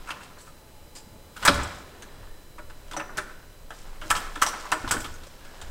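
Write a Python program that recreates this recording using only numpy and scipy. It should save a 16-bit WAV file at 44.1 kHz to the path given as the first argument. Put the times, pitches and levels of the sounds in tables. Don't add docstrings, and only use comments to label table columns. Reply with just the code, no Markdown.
import sys
import numpy as np
from scipy import signal
from scipy.fft import rfft, irfft
from scipy.io import wavfile
from scipy.ndimage import uniform_filter1d

SR = 44100
rng = np.random.default_rng(int(sys.argv[2]) if len(sys.argv) > 2 else 0)


def dump_mix(stems):
    frames = np.atleast_2d(stems).T
    limited = np.clip(frames, -1, 1)
    pcm = np.round(limited * 32767).astype(np.int16)
    wavfile.write(sys.argv[1], SR, pcm)


def voltage_ratio(decibels):
    exponent = np.asarray(decibels, float) / 20
    return 10 ** exponent


N = 251634

# frequency in Hz, level in dB, time to fall 60 dB in seconds.
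LEVER_LOW = [(2450, 1.5, 0.015), (2920, -2.5, 0.0086), (3100, 10, 0.014), (3363, 3.5, 0.03),
             (3970, 10, 0.021), (4440, 3, 0.023), (4970, -3.5, 0.091)]
LEVER_HIGH = [(5560, -8.5, 0.068), (5830, 0, 0.028), (6350, 5, 0.026), (6880, -5, 0.11),
              (7450, -0.5, 0.083), (7970, -16, 0.098), (8000, 1, 0.035), (8200, 3, 0.02),
              (8700, -17.5, 0.015), (9880, -34, 0.011), (12070, -41, 0.015), (13200, -35, .03)]
CASE = [(790, -6, 0.22), (800, -37, 0.02), (947, -3.5, 0.17), (1040, -2, 0.2), (1150, 0, 0.043),
        (1360, -16.5, 0.13), (1360, 12, 0.043), (1440, -13, 0.16), (1530, 9, 0.03), (1700, 6.5, 0.026),
        (2003, -4, 0.013), (2200, 1, 0.029)]
LEAF = [(150, -12, 0.1), (197.6, 5, 0.054), (304, -2, 0.15), (383.7, -3, 0.13), (462, -4.5, 0.093),
        (603.7, -0.5, 0.2), (693, -11, 0.024)]
# frequency in Hz, density in dB
# per Hz.
HISS = [(40, -26), (144, 9.5), (400, -36), (529, 3), (680, -7), (990, -4), (3300, -11), (16000, -15)]
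# frequency in Hz, rms level in dB.
WHINE = [(1001, -68), (2998, -69.5), (4000, -63), (5001, -68.5), (6998, -72), (8000, -67.5), (9001, -72),
         (11999, -75)]
# time in seconds, gain in dB.
WHINE_SWELL = [(0, -7), (1.3, -3.5), (2.5, -4), (3.68, -5.5), (3.74, -3), (4.8, -14), (5.71, -5)]
# frequency in Hz, time to fall 60 dB in seconds.
CORRIDOR_DECAY = [(60, 0.81), (160, 1), (420, 0.69), (1100, 0.72), (1750, 0.7), (2900, 0.58), (7700, 0.52),
                  (14000, 0.25)]
# start in seconds, peak in dB, frequency in Hz, time to fall 60 dB in seconds.
THUMPS = [(1.064, -43.5, 204, 0.2), (1.498, -13, 265, 0.04), (1.512, -29.5, 74.3, 0.59),
          (4.842, -19, 270, 0.022), (4.854, -30, 332, 0.045), (4.946, -24.5, 343, 0.046),
          (4.964, -20, 285, 0.031), (4.978, -27, 92, 0.041), (5.27, -36, 520, 0.032),
          (0.1058, -26, 1300, .02), (0.1062, -29, 3100, .012), (0.2075, -38, 1000, .015),
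          (0.3745, -38, 1100, .02), (1.4815, -9, 1410, .014), (2.971, -28, 5950, .045),
          (4.1075, -18, 1300, .03), (4.4245, -16, 1200, .03), (4.472, -26, 5900, .06),
          (4.6545, -27, 1040, .025), (2.584, -38, 1400, .08), (2.936, -36, 3500, .015),
          (3.706, -36, 650, .03), (4.7235, -15, 1330, .03), (4.726, -20, 1750, .015),
          (4.882, -28, 1120, .02), (4.968, -30, 1550, .06)]
# start in seconds, peak in dB, loudest ring in Hz,
# share below 5 kHz in dB, share of the loudest ring in dB.
FUMBLE_TICKS = [
    (0.073, -42, 2650, 0, 3),
    (0.087, -34, 2690, -7, 2),
    (0.106, -33.5, 2760, 4, 13.5),
    (0.211, -47, 2730, -3, 3),
    (0.233, -40.5, 8140, -1, -10),
]
BRUSH_TICKS = [
    (0.385, -39, 4440, -18, -5),
    (0.402, -36, 7900, -16, -9),
    (0.462, -41.5, 7840, -5, -8),
    (0.952, -28.5, 5000, -9.5, -3.5),
]
SNAP_TICKS = [
    (1.366, -36, 3300, 1, -8),
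    (1.427, -31, 2910, 5, 0),
    (1.4515, -7.5, 7800, -8.5, -11),
    (1.4772, -14.5, 3100, 10.5, -25),
    (1.5434, -22.5, 4700, -23, -13),
    (1.632, -27.5, 7840, -16, -13),
    (1.747, -40, 3630, -10, -14),
    (1.785, -42.5, 3800, -2.5, -5),
    (2.0225, -37, 6350, 1, -3),
]
CARD_TICKS = [
    (2.584, -50, 2300, 4.5, 15),
    (2.7, -49.5, 2970, 6, -7),
    (2.88, -49, 3010, 1, -2),
    (2.913, -34.5, 2730, 2.5, -18),
    (2.934, -38, 3500, 4, 0),
    (2.9662, -28.5, 6000, -2, -2),
    (2.996, -41, 2620, 8, 14),
    (3.172, -25, 2780, -10, -7),
    (3.178, -24, 8800, 1, -4),
    (3.7055, -39.5, 3250, -2, 1),
]
PUMP_TICKS = [(4.014, -48, 3100, 10.5, 19.5), (4.1028, -15, 3960, -7, -14), (4.1072, -15, 8250, -4.5, -8),
              (4.152, -29, 3000, 7.5, -11), (4.165, -20.5, 3280, -14, -2.5), (4.356, -35, 3570, 1.5, 3),
              (4.4176, -13.5, 3150, -16, -2), (4.4223, -10, 3130, -6, -18), (4.4638, -20, 5600, -4, 3),
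              (4.485, -25, 5960, -10, 0), (4.599, -34, 4900, -13, -4), (4.718, -18.5, 2700, -6, -5),
              (4.721, -22, 8000, 4, -2)]
RELEASE_TICKS = [(4.877, -37, 3380, 9.5, 2.5), (4.889, -28, 3660, -2.5, -7), (4.911, -9.5, 7730, -10, -5),
                 (4.937, -24, 5370, -3, -10), (5.004, -25.5, 3600, -10, -11), (5.044, -33.5, 3350, 5, 3),
                 (5.14, -41.3, 6540, -11, 0), (5.234, -43, 3700, 4.5, -8), (5.267, -42, 5840, -2, -3),
                 (5.449, -44.5, 3300, 2, -7), (5.615, -35, 7100, 1, -3)]
# start in seconds, peak in dB, loudest ring in Hz,
# share of the door leaf in dB, share of the loudest ring in dB.
FUMBLE_KNOCKS = [(0.074, -29, 1090, -25, -12), (0.09, -30, 1310, -25, 6.5), (0.106, -25, 1040, -20, -8),
                 (0.119, -30, 950, -7, 1), (0.161, -38, 1070, 4, 4), (0.2075, -33, 1440, -6, -12),
                 (0.223, -44, 1000, -12, 2), (0.305, -42, 1280, -10, -13), (0.37, -39.5, 1340, -4, -8),
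                 (0.449, -51, 1440, 0, -1), (0.474, -42, 1290, -11, 4), (0.69, -59, 1090, 1.9, -4)]
SNAP_KNOCKS = [
    (1.3634, -38, 1440, -15.5, 7),
    (1.427, -20, 1410, -10.5, -10),
    (1.452, -16, 1320, -27, 7.5),
    (1.4593, -5, 1040, -19.5, -6),
    (1.4808, -4.5, 1380, -3, 4.5),
    (1.4855, -14, 1100, 5.5, -3),
    (1.591, -16, 1380, -17, -23),
    (2.024, -43, 1700, -9, 5),
]
CARD_KNOCKS = [(2.582, -29, 1450, -2, -13), (2.698, -36, 950, -12, -10), (2.879, -54, 1870, 7, -7),
               (2.912, -29, 1360, 0, -10), (2.934, -36, 950, 7, 10), (2.965, -20, 720, 1, 1),
               (2.9975, -18, 1380, -9, -16), (3.093, -31.5, 1150, -2, -1), (3.175, -28, 1790, 7, -5),
               (3.1822, -18, 1530, -15, -5), (3.296, -34, 1053, -13, -27), (3.7055, -28, 800, -9, -3)]
PUMP_KNOCKS = [(4.0156, -30, 1440, 1.5, -1), (4.038, -30, 1500, -2, -11), (4.1033, -26, 1290, -22, -9),
               (4.1065, -6.5, 1250, -17, -13), (4.151, -19, 1420, -17, -5.5), (4.17, -29, 1150, -20, -10),
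               (4.268, -30.5, 1240, -5, -1), (4.359, -22.5, 1550, -3, -37), (4.42, -18, 1580, -21, 4),
               (4.423, -13, 1170, -20, 5), (4.462, -25, 960, -1, 7), (4.532, -20.5, 810, -7, -3),
               (4.636, -39, 1120, -10, 6), (4.654, -34, 1170, -5, 3), (4.718, -24, 1150, -22, -5.5),
               (4.7225, -9, 1150, -11.5, -13), (4.748, -30.5, 1170, 8.5, -11)]
RELEASE_KNOCKS = [
    (4.844, -26, 1340, -13, -13),
    (4.875, -25, 1130, -19, 0),
    (4.909, -17, 1420, -3, 3),
    (4.94, -26, 1130, 7, 5),
    (4.966, -27, 1530, -11, 1),
    (5.048, -32, 1280, -5, 2),
    (5.26, -56, 1170, -3, -4),
    (5.448, -46, 1440, 2, 2),
    (5.618, -34, 790, -10, 4.5),
]
# start in seconds, hold in seconds, level in dB, brightness in dB.
RUBS = [(0.0, 0.25, -49, -10.5), (1.375, .05, -54, -1), (1.437, 0.19, -35, -11.5),
        (1.943, 0.31, -51.5, -18), (2.779, 0.31, -58, -11), (3.173, 0.018, -43, -23),
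        (3.742, 0.058, -53.5, 1), (3.858, 0.13, -50, -26), (4.054, 0.044, -51, 3.5), (4.17, 0.021, -38, -9),
        (4.418, 0.24, -42, -6.5), (4.813, 0.24, -47, -2), (5.19, 0.57, -53.5, -6), (5.5, 0.29, -51, -11)]
# time in seconds, level in dB.
SWAY = [(0, -42), (.14, -53), (.62, -51), (1.41, -48), (1.52, -40), (1.84, -52), (2.33, -42),
        (2.561, -48.5), (2.64, -34), (2.74, -43), (3.11, -43.5), (3.73, -46), (3.81, -38), (4.27, -37),
        (4.72, -49), (4.97, -38.5), (5.3, -44.5), (5.71, -39)]
# start in seconds, hold in seconds, thud in dB, boom in dB.
JOLTS = [(0, 0.0089, -61, -72), (1.127, 0.024, -52, -55), (1.53, 0.06, -31.5, -41), (1.786, 0.31, -61, -55),
         (2.19, 0.023, -44, -61), (2.634, 0.017, -48, -65), (3.1, 0.087, -57.5, -52),
         (4.07, 0.11, -47.5, -49.5), (4.854, 0.029, -39.5, -46), (4.953, 0.0085, -39, -42),
         (5.088, 0.016, -41.5, -66), (5.67, .05, -42.5, -61)]
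# start in seconds, peak in dB, centre in Hz, chatter in seconds.
RATTLES = [(0.105, -29, 3200, .006), (0.2065, -40, 700, .008), (0.375, -42, 1100, .006),
           (1.3708, -46, 8470, .012), (1.4965, -15, 900, .008), (1.511, -20, 1100, .01),
           (1.526, -27, 800, .01), (1.553, -27, 1300, .01), (1.603, -25.5, 1000, 0.009),
           (1.639, -30, 1200, .01), (1.706, -31, 1560, .01), (1.78, -33, 900, .01), (2.968, -34, 605, .012),
           (4.0617, -47, 8160, .008), (4.099, -34, 1200, .004), (4.106, -12, 2200, .008),
           (4.111, -17, 8480, .006), (4.209, -42, 13200, .006), (4.252, -30, 1200, .008),
           (4.318, -34, 1180, .008), (4.334, -45, 8600, .006), (4.415, -25, 1010, .004),
           (4.422, -24, 2300, .008), (4.471, -20, 900, 0.0067), (4.471, -27, 5900, .008),
           (4.544, -31, 1500, 0.0074), (4.597, -34, 1500, .01), (4.6084, -40, 5200, 0.007),
           (4.6545, -31, 1040, 0.0037), (4.673, -45, 8010, .008), (4.712, -35, 900, .005),
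           (4.7225, -17, 1890, .008), (4.8, -36, 904, .008), (4.851, -29, 1500, .008),
           (4.914, -22, 2300, .008), (4.97, -29, 2800, .01), (4.995, -31, 1100, .008)]
# start in seconds, hold in seconds, level in dB.
SPRING = [
    (1.375, .06, -58),
    (1.49, .05, -57),
    (4.03, .05, -64),
    (4.123, .02, -51),
    (4.19, .035, -56),
    (4.438, .06, -53),
    (4.73, .02, -58),
    (4.93, .1, -54),
]
# start in seconds, hold in seconds, level in dB, frequency in Hz.
DUCTS = [
    (.6, .7, -65, 860),
    (1.9, .45, -64, 1750),
    (5.5, .2, -60, 1650),
]

GRIP_LEVER, GRIP_CASE = 0.11, 0.3
RUB_RISE_DB_PER_S = 292


def curve(rows):
    s, db = np.transpose(rows)
    return np.interp(np.arange(N) / SR, s, db)


def at_hz(points, hz):
    table_hz, value = np.transpose(points)
    return np.interp(np.log(hz), np.log(table_hz), value)


def rms_one(x):
    return x / np.sqrt(np.mean(x ** 2) + 1e-20)


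def energy_one(x):
    return x / np.sqrt(np.sum(x ** 2))


def band(x, low_hz, high_hz):
    return signal.sosfilt(signal.butter(2, [low_hz, high_hz], "band", fs=SR, output="sos"), x)


def shaped(x, spectrum):
    hz = np.maximum(np.fft.rfftfreq(len(x), 1 / SR), 1)
    return irfft(rfft(x) * voltage_ratio(at_hz(spectrum, hz)), len(x))


def swells(starts, holds, levels_db, rise_db_per_s, fall_db_per_s):
    t = np.arange(0, N + 64, 64)[:, None] / SR
    before = np.maximum(starts - t, 0)
    after = np.maximum(t - starts - holds, 0)
    db = levels_db - rise_db_per_s * before - fall_db_per_s * after
    return np.interp(np.arange(N) / SR, t[:, 0], np.sqrt(np.sum(voltage_ratio(db) ** 2, axis=1)))


def add(out, sound, s):
    i = round(s * SR)
    out[i:i + len(sound)] += sound[:N - i]


def ring(modes, spread_db, detune, grip=1, size=4500):
    hz, level_db, t60 = np.transpose(modes)[:, :, None]
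    pitch_chance, level_chance = rng.standard_normal((2, 16, 1))[:, :len(modes)]
    t = np.arange(size) / SR
    waves = np.sin(2 * np.pi * hz * (1 + detune * pitch_chance) * t)
    decay = voltage_ratio(level_db + spread_db * level_chance - 60 * t / t60 / grip)
    return energy_one((decay * waves).sum(axis=0))


def chatter(length_s, per_s, size=3000):
    part = np.arange(size) / SR / np.clip(length_s, 0.002, 0.045)
    clicks = (rng.random(size) < per_s / SR) * rng.uniform(-1.21, 1, size)
    clicks[0] = 1.3
    softness = np.clip(60 * (length_s - 0.02), 0, 0.85)
    return energy_one(clicks * np.exp(-part ** 1.35) * (1 - softness * np.exp(-part / 0.2)))


def contacts(actions):
    rows = np.array([(*row, length_s) for table, length_s in actions for row in table])
    longest = 1.51 * np.diff(rows[:, 0])
    rows[:-1, -1] = np.minimum(rows[:-1, -1], longest)
    return rows


def ducts():
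    out, air = np.zeros(N), rng.standard_normal(N)
    width, swell_db_per_s = 1.04, 60
    for s, hold, db, hz in DUCTS:
        gain = swells(np.array([s]), hold, db, swell_db_per_s, swell_db_per_s)
        out += gain * rms_one(band(air, hz / width, hz * width))
    return out


def electronics():
    t = np.arange(N) / SR
    hiss = voltage_ratio(-54.5) * rms_one(shaped(rng.standard_normal(N), HISS))
    tones = sum(voltage_ratio(db) * np.sqrt(2) * np.sin(2 * np.pi * (hz * t + rng.random())) for hz, db in WHINE)
    return hiss + tones * voltage_ratio(curve(WHINE_SWELL))


def handling():
    s, hold, thud_db, boom_db = np.transpose(JOLTS)
    rise_db_per_s, fall_db_per_s, rest_db = 202, 110.5, -57
    sway = voltage_ratio(curve(SWAY))
    thud = np.hypot(voltage_ratio(rest_db), swells(s, hold, thud_db, rise_db_per_s, fall_db_per_s))
    boom = np.hypot(voltage_ratio(rest_db), swells(s, hold, boom_db, rise_db_per_s, fall_db_per_s))
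    out = np.zeros(N)
    for gain, low_hz, high_hz in ((sway, 8, 28), (thud, 35, 108), (boom, 140, 662)):
        noise = rng.standard_normal(N + SR)
        out += gain * rms_one(band(band(noise, low_hz, high_hz), low_hz, high_hz)[SR:])
    return out


def spring():
    s, hold, db = np.transpose(SPRING)
    grains = (rng.random(N) < 5000 / SR) * rng.standard_normal(N)
    return swells(s, hold, db, RUB_RISE_DB_PER_S, 151) * rms_one(band(grains, 8960, 15500))


def slide():
    out, (s, hold, db, bright_db) = np.zeros(N), np.transpose(RUBS)
    for body, level_db in ((CASE, db), (LEVER_LOW, db + 0.38 * bright_db), (LEVER_HIGH, db + bright_db)):
        catches = (rng.random(N) < 3500 / SR) * rng.standard_normal(N)
        catches = catches * voltage_ratio(2 * rng.standard_normal(N))
        gain = swells(s, hold, level_db - 3.5, RUB_RISE_DB_PER_S, 60)
        rubbed = signal.fftconvolve(catches, ring(body, 1, 0.01, GRIP_LEVER * 0.7))[:N]
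        out += gain * rms_one(rubbed)
    return out


def rattles():
    out, touch = np.zeros(N), np.eye(1, 600)[0]
    width = 1.4
    for s, peak_db, hz, length_s in RATTLES:
        body = energy_one(band(touch, hz / width, hz * width))
        add(out, voltage_ratio(peak_db + 12.5) * signal.fftconvolve(chatter(length_s, 3000), body), s)
    return out


def thumps():
    out, t = np.zeros(N), np.arange(SR // 2) / SR
    for s, peak_db, hz, t60 in THUMPS:
        push = 1 - np.exp(-t * hz * 2)
        add(out, voltage_ratio(peak_db - 60 * t / t60) * np.sin(2 * np.pi * hz * t) * push, s)
    return out


def knocks():
    out, swell = np.zeros(N), 1 - np.exp(-np.arange(4500) / SR / 0.0027)
    actions = [(FUMBLE_KNOCKS, 0.019), (SNAP_KNOCKS, 0.02), (CARD_KNOCKS, 0.022), (PUMP_KNOCKS, 0.02),
               (RELEASE_KNOCKS, 0.019)]
    for s, peak_db, hz, leaf_db, ring_db, length_s in contacts(actions):
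        case = ring(CASE, 2, 0.025, GRIP_CASE)
        case += voltage_ratio(ring_db) * ring([(hz, 0, 0.012)], 0, 0)
        leaf = swell * ring(LEAF, 2, 0.03, 0.6)
        body = band(case, 874, 2200) + voltage_ratio(leaf_db + 1) * leaf
        add(out, voltage_ratio(peak_db + 16.5) * signal.fftconvolve(chatter(length_s, 3500), body), s)
    return out


def ticks():
    out, touch = np.zeros(N), np.eye(1, 60)[0]
    crack_top_hz = 9440
    actions = [(FUMBLE_TICKS, 0.015), (BRUSH_TICKS, 0.032), (SNAP_TICKS, 0.015), (CARD_TICKS, 0.015),
               (PUMP_TICKS, 0.016), (RELEASE_TICKS, 0.016)]
    for s, peak_db, hz, low_db, ring_db, length_s in contacts(actions):
        bright = ring(LEVER_HIGH, 3, 0.02, GRIP_LEVER)
        dull = ring(LEVER_LOW, 3, 0.03, GRIP_LEVER)
        bright[:60] += voltage_ratio(-6) * band(band(touch, 3000, crack_top_hz), 2000, crack_top_hz)
        air_db = -2.5 + 0.24 * (peak_db + 11.5)
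        bright[:60] += voltage_ratio(air_db) * band(touch, crack_top_hz, 22000)
        dull[:60] += voltage_ratio(-9) * band(touch, 2080, 5900)
        loudest = ring([(hz, 0, 0.008)], 0, 0)
        body = bright + voltage_ratio(low_db + 3) * dull + voltage_ratio(ring_db) * loudest
        add(out, voltage_ratio(peak_db + 13.5) * signal.fftconvolve(chatter(length_s, 7000), body), s)
    return out


def corridor(x):
    doorway_t60_s, doorway_db, tail_db = 0.0482, -12.5, -12.5
    t = np.arange(SR) / SR
    near = rng.standard_normal(SR) * voltage_ratio(-60 * t / doorway_t60_s) * (t > 0.002)
    edges = 40 * 2 ** np.arange(0, 9, 0.5)
    white = rng.standard_normal((2, SR))
    far = np.zeros(SR)
    for k, (low, high) in enumerate(zip(edges, edges[1:])):
        t60 = at_hz(CORRIDOR_DECAY, np.sqrt(low * high))
        far += band(white[k % 2], low, high) * voltage_ratio(-60 * t / t60)
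    clumps = voltage_ratio(1.2 * rms_one(uniform_filter1d(white[1], size=300)))
    far = far * (1 - np.exp(-t / 0.0028)) * clumps
    echo = (voltage_ratio(doorway_db) * rms_one(near) + voltage_ratio(tail_db) * rms_one(far)) / np.sqrt(SR)
    return x + signal.fftconvolve(x, echo)[:N]


def scene():
    background = ducts() + electronics() + handling()
    sliding = spring() + slide()
    loose = corridor(rattles())
    door = corridor(thumps() + knocks() + ticks())
    return (background + sliding + loose + door)[None]


def top_cut(x):
    return signal.sosfilt(signal.butter(12, 16650, fs=SR, output="sos"), x)


def record(dry):
    rounded = 1.554 * np.tanh(dry / 1.636)
    low_pass = signal.ellip(7, 1, 32, 15800, fs=SR, output="sos")
    finished = np.clip(signal.sosfilt(low_pass, rounded), -1, 1)
    return top_cut(finished)


dry = scene()
out = record(dry)
dump_mix(out)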